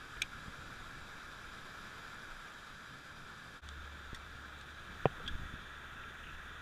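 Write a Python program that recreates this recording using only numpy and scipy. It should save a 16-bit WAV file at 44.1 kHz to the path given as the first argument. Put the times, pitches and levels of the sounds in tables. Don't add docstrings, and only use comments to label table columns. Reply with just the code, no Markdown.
import sys
import numpy as np
from scipy import signal
from scipy.fft import rfft, irfft
from scipy.io import wavfile
from scipy.ndimage import uniform_filter1d

SR = 44100
rng = np.random.default_rng(int(sys.argv[2]) if len(sys.argv) > 2 else 0)


def to_linear_factor(level_db):
    exponent = np.asarray(level_db, float) / 20
    return 10 ** exponent


def dump(signal):
    limited = np.clip(np.atleast_2d(signal).T, -1, 1)
    pcm = np.round(limited * 32767).astype(np.int16)
    wavfile.write(sys.argv[1], SR, pcm)


N = 291501
EDIT_S = 3.613


def evened(x):
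    return x / np.sqrt(np.mean(x ** 2) + 1e-20)


def read_spectrum(points, hz):
    point_hz, value = np.transpose(points)
    return np.interp(np.log(hz + 1), np.log(point_hz + 1), value)


def add(mix, start_s, sound):
    part = mix[round(start_s * SR):][:len(sound)]
    part += sound[:len(part)]


def drift(t, lo_hz, hi_hz):
    hz = np.geomspace(lo_hz, hi_hz, num=30)[:, None]
    sines = np.sin(2 * np.pi * (hz * t + rng.random(hz.shape)))
    return evened((sines / np.sqrt(hz)).sum(0))


def coloured_noise(level_db, size=1024):
    frames = 4 * N // size + 5
    hz = np.fft.rfftfreq(size, 1 / SR)[:, None]
    t = np.arange(frames) * size / 4 / SR
    real, imag = rng.standard_normal((frames, len(hz), 2)).T
    spectra = (real + 1j * imag) * to_linear_factor(level_db(hz, t))
    return evened(signal.istft(spectra, nperseg=size, noverlap=3 * size // 4)[1][:N])


# pitch_hz, width_hz, side_on_gain_db, facing_water_gain_db
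CASE_MODES = [(1174, 350, 4.5, 5.5), (1401, 250, 10, 11.5), (1660, 234, 10, 13), (1904, 98, -4.5, 10),
              (2180, 105, -3.5, -6), (2338, 146, 5.5, 5.5), (2588, 97, 4.5, 6.5), (2800, 240, 0, 2),
              (3225, 300, 8, 8.5), (3527, 236, 9.5, 12.5), (3846, 335, 11, 4), (4290, 250, 4.5, -7.5),
              (4870, 460, 8.5, -4.5), (5660, 330, 5.5, 1), (6500, 570, -0.5, -0.5), (7100, 130, -7, 4),
              (7200, 300, 5, -8), (7800, 240, 2, -9), (8150, 200, 0.5, 2), (10400, 490, 1, -2.5)]


def case_db(hz, turn):
    total = 0
    for mode_hz, width_hz, side_db, facing_db in CASE_MODES:
        bump = np.exp(-np.log(16) * ((hz - mode_hz) / width_hz) ** 2)
        total = total + (side_db + (facing_db - side_db) * turn) * bump
    return total


# pitch_hz, density_db (per Hz)
SPRAY_FIRST = [(150, 2.5), (350, 0), (700, -1), (2000, 0), (3000, -8.5), (4100, -12.5), (5400, -14.5),
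               (7000, -13), (8500, -20.5), (11000, -20.5), (13000, -25.5), (15000, -29.5)]
# pitch_hz, density_db (per Hz)
SPRAY_SECOND = [(150, -9), (350, 1.5), (700, -0.5), (2000, 1), (3000, -6.5), (4100, -9), (5400, -15),
                (7000, -12), (8500, -20.5), (11000, -21.5), (12500, -29), (13800, -20.5), (15000, -28)]
# time_s, level_db, turn_to_water (0-1)
FOUNTAIN_MOVES = [(0, -51, 0.04), (.9, -50.5, 0.03), (1.2, -51, 0), (2, -50, 0.06), (3, -52.5, 0),
                  (3.6, -52, 0), (3.63, -52.5, 0.32), (4.2, -52, .3), (4.8, -52, 0.38), (5, -50, 0.57),
                  (5.5, -50.5, 0.76), (6, -50.5, 0.9), (6.62, -50.5, 0.93)]


def fountains(patchy_db=0.68, flicker_db=0.39):
    time_s, level_db, turn = np.transpose(FOUNTAIN_MOVES)

    def field(hz, t):
        patches = rng.standard_normal((len(t), len(hz))).T
        patches = uniform_filter1d(patches, size=16, axis=0)
        patches = evened(uniform_filter1d(patches, size=10, axis=1))
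        spray = np.where(t < EDIT_S, read_spectrum(SPRAY_FIRST, hz), read_spectrum(SPRAY_SECOND, hz))
        db = spray + case_db(hz, np.interp(t, time_s, turn))
        db = db - 10 * np.log10((to_linear_factor(db) ** 2).sum(0))
        return db + patchy_db * patches + flicker_db * drift(t, 8, 60)

    return coloured_noise(field) * to_linear_factor(np.interp(np.arange(N) / SR, time_s, level_db))


KNOCK_S, KNOCK_DB = 5.0546, -15
# pitch_hz, level_db, t60_s, direction (signed)
KNOCK_MODES = [(137, -5, 0.058, -0.79), (454, -1.5, 0.023, 1), (544, -2.5, .018, 0.94),
               (772, -8, 0.035, -1.04), (980, -8, 0.016, -1.16), (1430, -20, 0.028, 1),
               (1830, -17.5, 0.026, -1.2), (2450, -16, 0.029, 0.86), (2690, -19.5, 0.027, -1.3),
               (3050, -18, 0.017, 1), (3420, -24, 0.017, -1.1), (3800, -35, .012, 1)]


def knock(slowness=0.0353, fastest_hz=900):
    out = 0
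    for hz, db, t60_s, direction in KNOCK_MODES:
        delay_s = slowness / np.sqrt(min(hz, fastest_hz))
        t = np.maximum(np.arange(SR // 5) / SR - delay_s, 0)
        out = out + direction * to_linear_factor(db - 60 * t / t60_s) * np.sin(2 * np.pi * hz * t)
    return to_linear_factor(KNOCK_DB) * uniform_filter1d(out, size=7)


def tick(noise, level_db, rise_s, t60_s, pitch_hz, spread_oct):
    t = np.arange(len(noise)) / SR
    hz = np.fft.rfftfreq(len(noise), 1 / SR) + 1
    band = np.exp(-.5 * (np.log2(hz / pitch_hz) / spread_oct) ** 2)
    colour = to_linear_factor(0.66 * case_db(hz, 0.41)) * band
    ring = signal.hilbert(irfft(rfft(noise) * colour))
    ring = (ring / (abs(ring) + 1e-9) ** .6).real
    shape = np.minimum(t / rise_s, 1) * to_linear_factor(-60 * np.maximum(t - rise_s, 0) / t60_s)
    return to_linear_factor(level_db) * evened(ring) * shape


# start_s, level_db, rise_s, t60_s, pitch_hz, spread_oct
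TICKS = [(0.169, -46, 0.0008, 0.022, 2360, .3), (.2174, -30, 0.0017, 0.048, 2410, 0.067),
         (.2190, -27, .002, 0.017, 3500, 0.11), (0.2175, -38.5, 0.0033, 0.017, 1600, .25),
         (0.2185, -36, 0.0026, 0.018, 6400, .08), (.2180, -42, 0.0034, 0.013, 5400, .08),
         (.2185, -38, .002, .015, 2880, .04), (.2190, -38.5, 0.0022, .012, 8150, 0.052),
         (.2170, -45, 0.0037, .012, 10300, 0.32), (0.2297, -42, 0.0027, 0.026, 2530, 0.38),
         (.329, -59, .001, .01, 4500, 0.45), (3.689, -41.5, 0.00086, 0.0098, 1580, .12),
         (3.689, -43, .001, 0.011, 3350, .12), (3.688, -50, .001, 0.0089, 4400, .06),
         (3.688, -48.5, .001, .01, 5900, .12), (3.688, -57, .001, .008, 8200, .15),
         (4.1455, -47.5, .002, .03, 1910, .12), (4.146, -47, .002, .04, 3480, .12),
         (4.1448, -51.5, 0.0024, 0.025, 7300, .5), (4.147, -54, .002, .03, 4430, .05),
         (4.147, -53, .002, .03, 5500, .05), (5.198, -50, .006, .06, 480, .08),
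         (4.158, -58, .002, .02, 6500, .4), (4.587, -63, .001, .01, 7200, .2),
         (4.6114, -51, 0.0012, 0.02, 3600, .2), (4.6114, -57, 0.00082, 0.013, 6950, .25),
         (4.779, -61, .001, .015, 5000, .7), (5.262, -46, .003, 0.036, 3350, .12),
         (5.277, -31, 0.0018, 0.038, 3320, 0.053), (5.277, -45.5, 0.0017, 0.029, 4800, .5),
         (5.2765, -41, 0.0016, 0.023, 2800, .15), (5.278, -39.5, .003, 0.081, 1694, .05),
         (5.96, -57, 0.0084, .08, 2600, 0.091), (5.991, -57, .004, .06, 2630, .1),
         (6.035, -47, .002, .03, 2530, .15), (6.234, -52, .004, 0.1, 2600, 0.2),
         (6.265, -51, .004, .06, 2600, .15), (6.29, -53, 0.0037, .06, 2650, .1),
         (6.346, -57, .003, .04, 2700, .08)]


def reel_ticks():
    out = np.zeros(N)
    for (start_s, *part), noise in zip(TICKS, rng.standard_normal((len(TICKS), 4096))):
        add(out, start_s, tick(noise, *part))
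    return out


def tug(peak_db, snap_s, direction, build_s, rebound_s):
    t = np.arange(SR // 5) / SR - 1 / 10
    swell = np.exp(-abs(t) / np.where(t < 0, build_s, rebound_s))
    return direction * to_linear_factor(peak_db) * np.tanh(t / snap_s) * swell


# snap_at_s, peak_db, snap_s, direction (signed), build_s, rebound_s
TUGS = [(0.171, -44, 0.0022, -1, 0.0044, .01), (0.354, -38.5, 0.00094, 1, .003, .003),
        (.483, -38.5, 0.00063, -1, .003, .003), (1.024, -43, .0015, 1, .004, .004),
        (4.1314, -34, 0.00042, -0.77, 0.0033, 0.006), (5.315, -38, 0.0014, -1, 0.0045, .003),
        (5.355, -33.5, .0015, -0.95, 0.021, 0.0024), (5.334, -42, .003, 1, .005, .01),
        (5.398, -34.5, 0.0011, 0.96, 0.0053, 0.0027), (5.421, -37, .001, 1, 0.0066, 0.0017),
        (5.434, -38, 0.00087, 1, .004, .004), (5.457, -38, .0015, -1, 0.0087, .003),
        (5.541, -34, 0.00085, 1, .004, 0.0026)]


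def harness_tugs():
    out = np.zeros(N)
    for snap_at_s, *pull in TUGS:
        add(out, snap_at_s - 1 / 10, tug(*pull))
    return out


# time_s, rumble_db, buffeting_db
WIND_GUSTS = [
    [(0.0, -72, -62), (0.18, -53, -64.5), (0.3, -63, -63.5), (0.54, -58.5, -58.5), (1.4, -57.5, -65.5),
     (1.49, -52, -66), (1.59, -67, -64), (1.64, -59, -65), (2.25, -62.5, -65), (2.31, -56, -66.5),
     (2.53, -71.5, -73), (2.74, -61, -65), (2.86, -76, -66), (2.93, -62, -63), (3.02, -74, -65),
     (3.22, -58, -63.5), (3.38, -85, -62.5), (3.6, -59, -66)],
    [(3.63, -57.5, -64), (3.83, -57, -63), (3.96, -71, -64), (4.09, -56, -65.5), (4.44, -66, -62),
     (4.55, -60, -62.5), (4.74, -64, -63), (4.99, -56, -59.5), (5.05, -49, -61), (5.21, -56, -58.5),
     (5.34, -48, -56.5), (5.66, -59, -64.5), (6.21, -61.5, -62), (6.29, -54.5, -61.5), (6.61, -61, -65)],
]
# pitch_hz, density_db (per Hz)
RUMBLE = [(4, -2), (12, -3), (30, -1.5), (60, -16), (120, -22), (300, -58)]
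# pitch_hz, density_db (per Hz)
BUFFET = [(20, -24), (60, -1.5), (110, -1), (200, -5), (350, -13), (700, -32.5), (1500, -52)]


def wind(lumpy_db=1.5, gusty_db=1.5):
    t = np.arange(N) / SR
    time_s, rumble_db, buffet_db = np.vstack(WIND_GUSTS).T
    rumble = coloured_noise(lambda hz, u: read_spectrum(RUMBLE, hz) + lumpy_db * drift(u, 1, 6.5), size=4096)
    buffet = coloured_noise(lambda hz, u: read_spectrum(BUFFET, hz) + gusty_db * drift(u, 3, 40))
    rumble_gain = to_linear_factor(np.interp(t, time_s, rumble_db))
    buffet_gain = to_linear_factor(np.interp(t, time_s, buffet_db) + 3)
    return rumble_gain * rumble + buffet_gain * buffet


PUMP_HZ = 71.6
# time_s, level_db
PUMP_LEVEL = [(3.61, -52), (3.9, -54.5), (4.4, -58), (4.9, -61), (5.5, -59.5), (6, -62.5), (6.62, -58.5)]


def pump():
    t = np.arange(N) / SR
    time_s, level_db = np.transpose(PUMP_LEVEL)
    pitch_hz = PUMP_HZ * (1 + 0.0046 * drift(t, .5, 3.3))
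    tone = np.sin(2 * np.pi * np.cumsum(pitch_hz) / SR)
    wavering_db = np.interp(t, time_s, level_db) + 1.1 * drift(t, 0.95, 3.7)
    return np.sqrt(2) * to_linear_factor(wavering_db) * tone * (t > EDIT_S)


def scene():
    handling = reel_ticks() + harness_tugs()
    add(handling, KNOCK_S, knock())
    return (fountains() + handling + wind() + pump())[None]


def drop_faint_treble(x, from_hz=12850, keep_db=-104.5):
    hz, _, cells = signal.stft(x, SR, nperseg=1024, noverlap=768)
    power = uniform_filter1d(abs(cells) ** 2, size=3, axis=1)
    power = uniform_filter1d(power, size=4, axis=2)
    weak = (power < to_linear_factor(keep_db) ** 2) & (hz[:, None] > from_hz)
    return signal.istft(cells * ~weak, SR, nperseg=1024, noverlap=768)[1][:, :N]


def roll_off(x):
    return signal.sosfilt(signal.butter(12, 15560, fs=SR, output="sos"), x)


def record(dry):
    lowpass = signal.firwin(301, 15350, window=("kaiser", 8), fs=SR)
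    shot = drop_faint_treble(signal.oaconvolve(dry, lowpass[None], "same"))
    t = np.arange(N) / SR - EDIT_S
    fade_out_s, fade_in_s = 0.04, 0.026
    fade = np.clip(np.maximum(-t / fade_out_s, t / fade_in_s), .02, 1)
    return roll_off(shot * fade)


dry = scene()
out = record(dry)
dump(out)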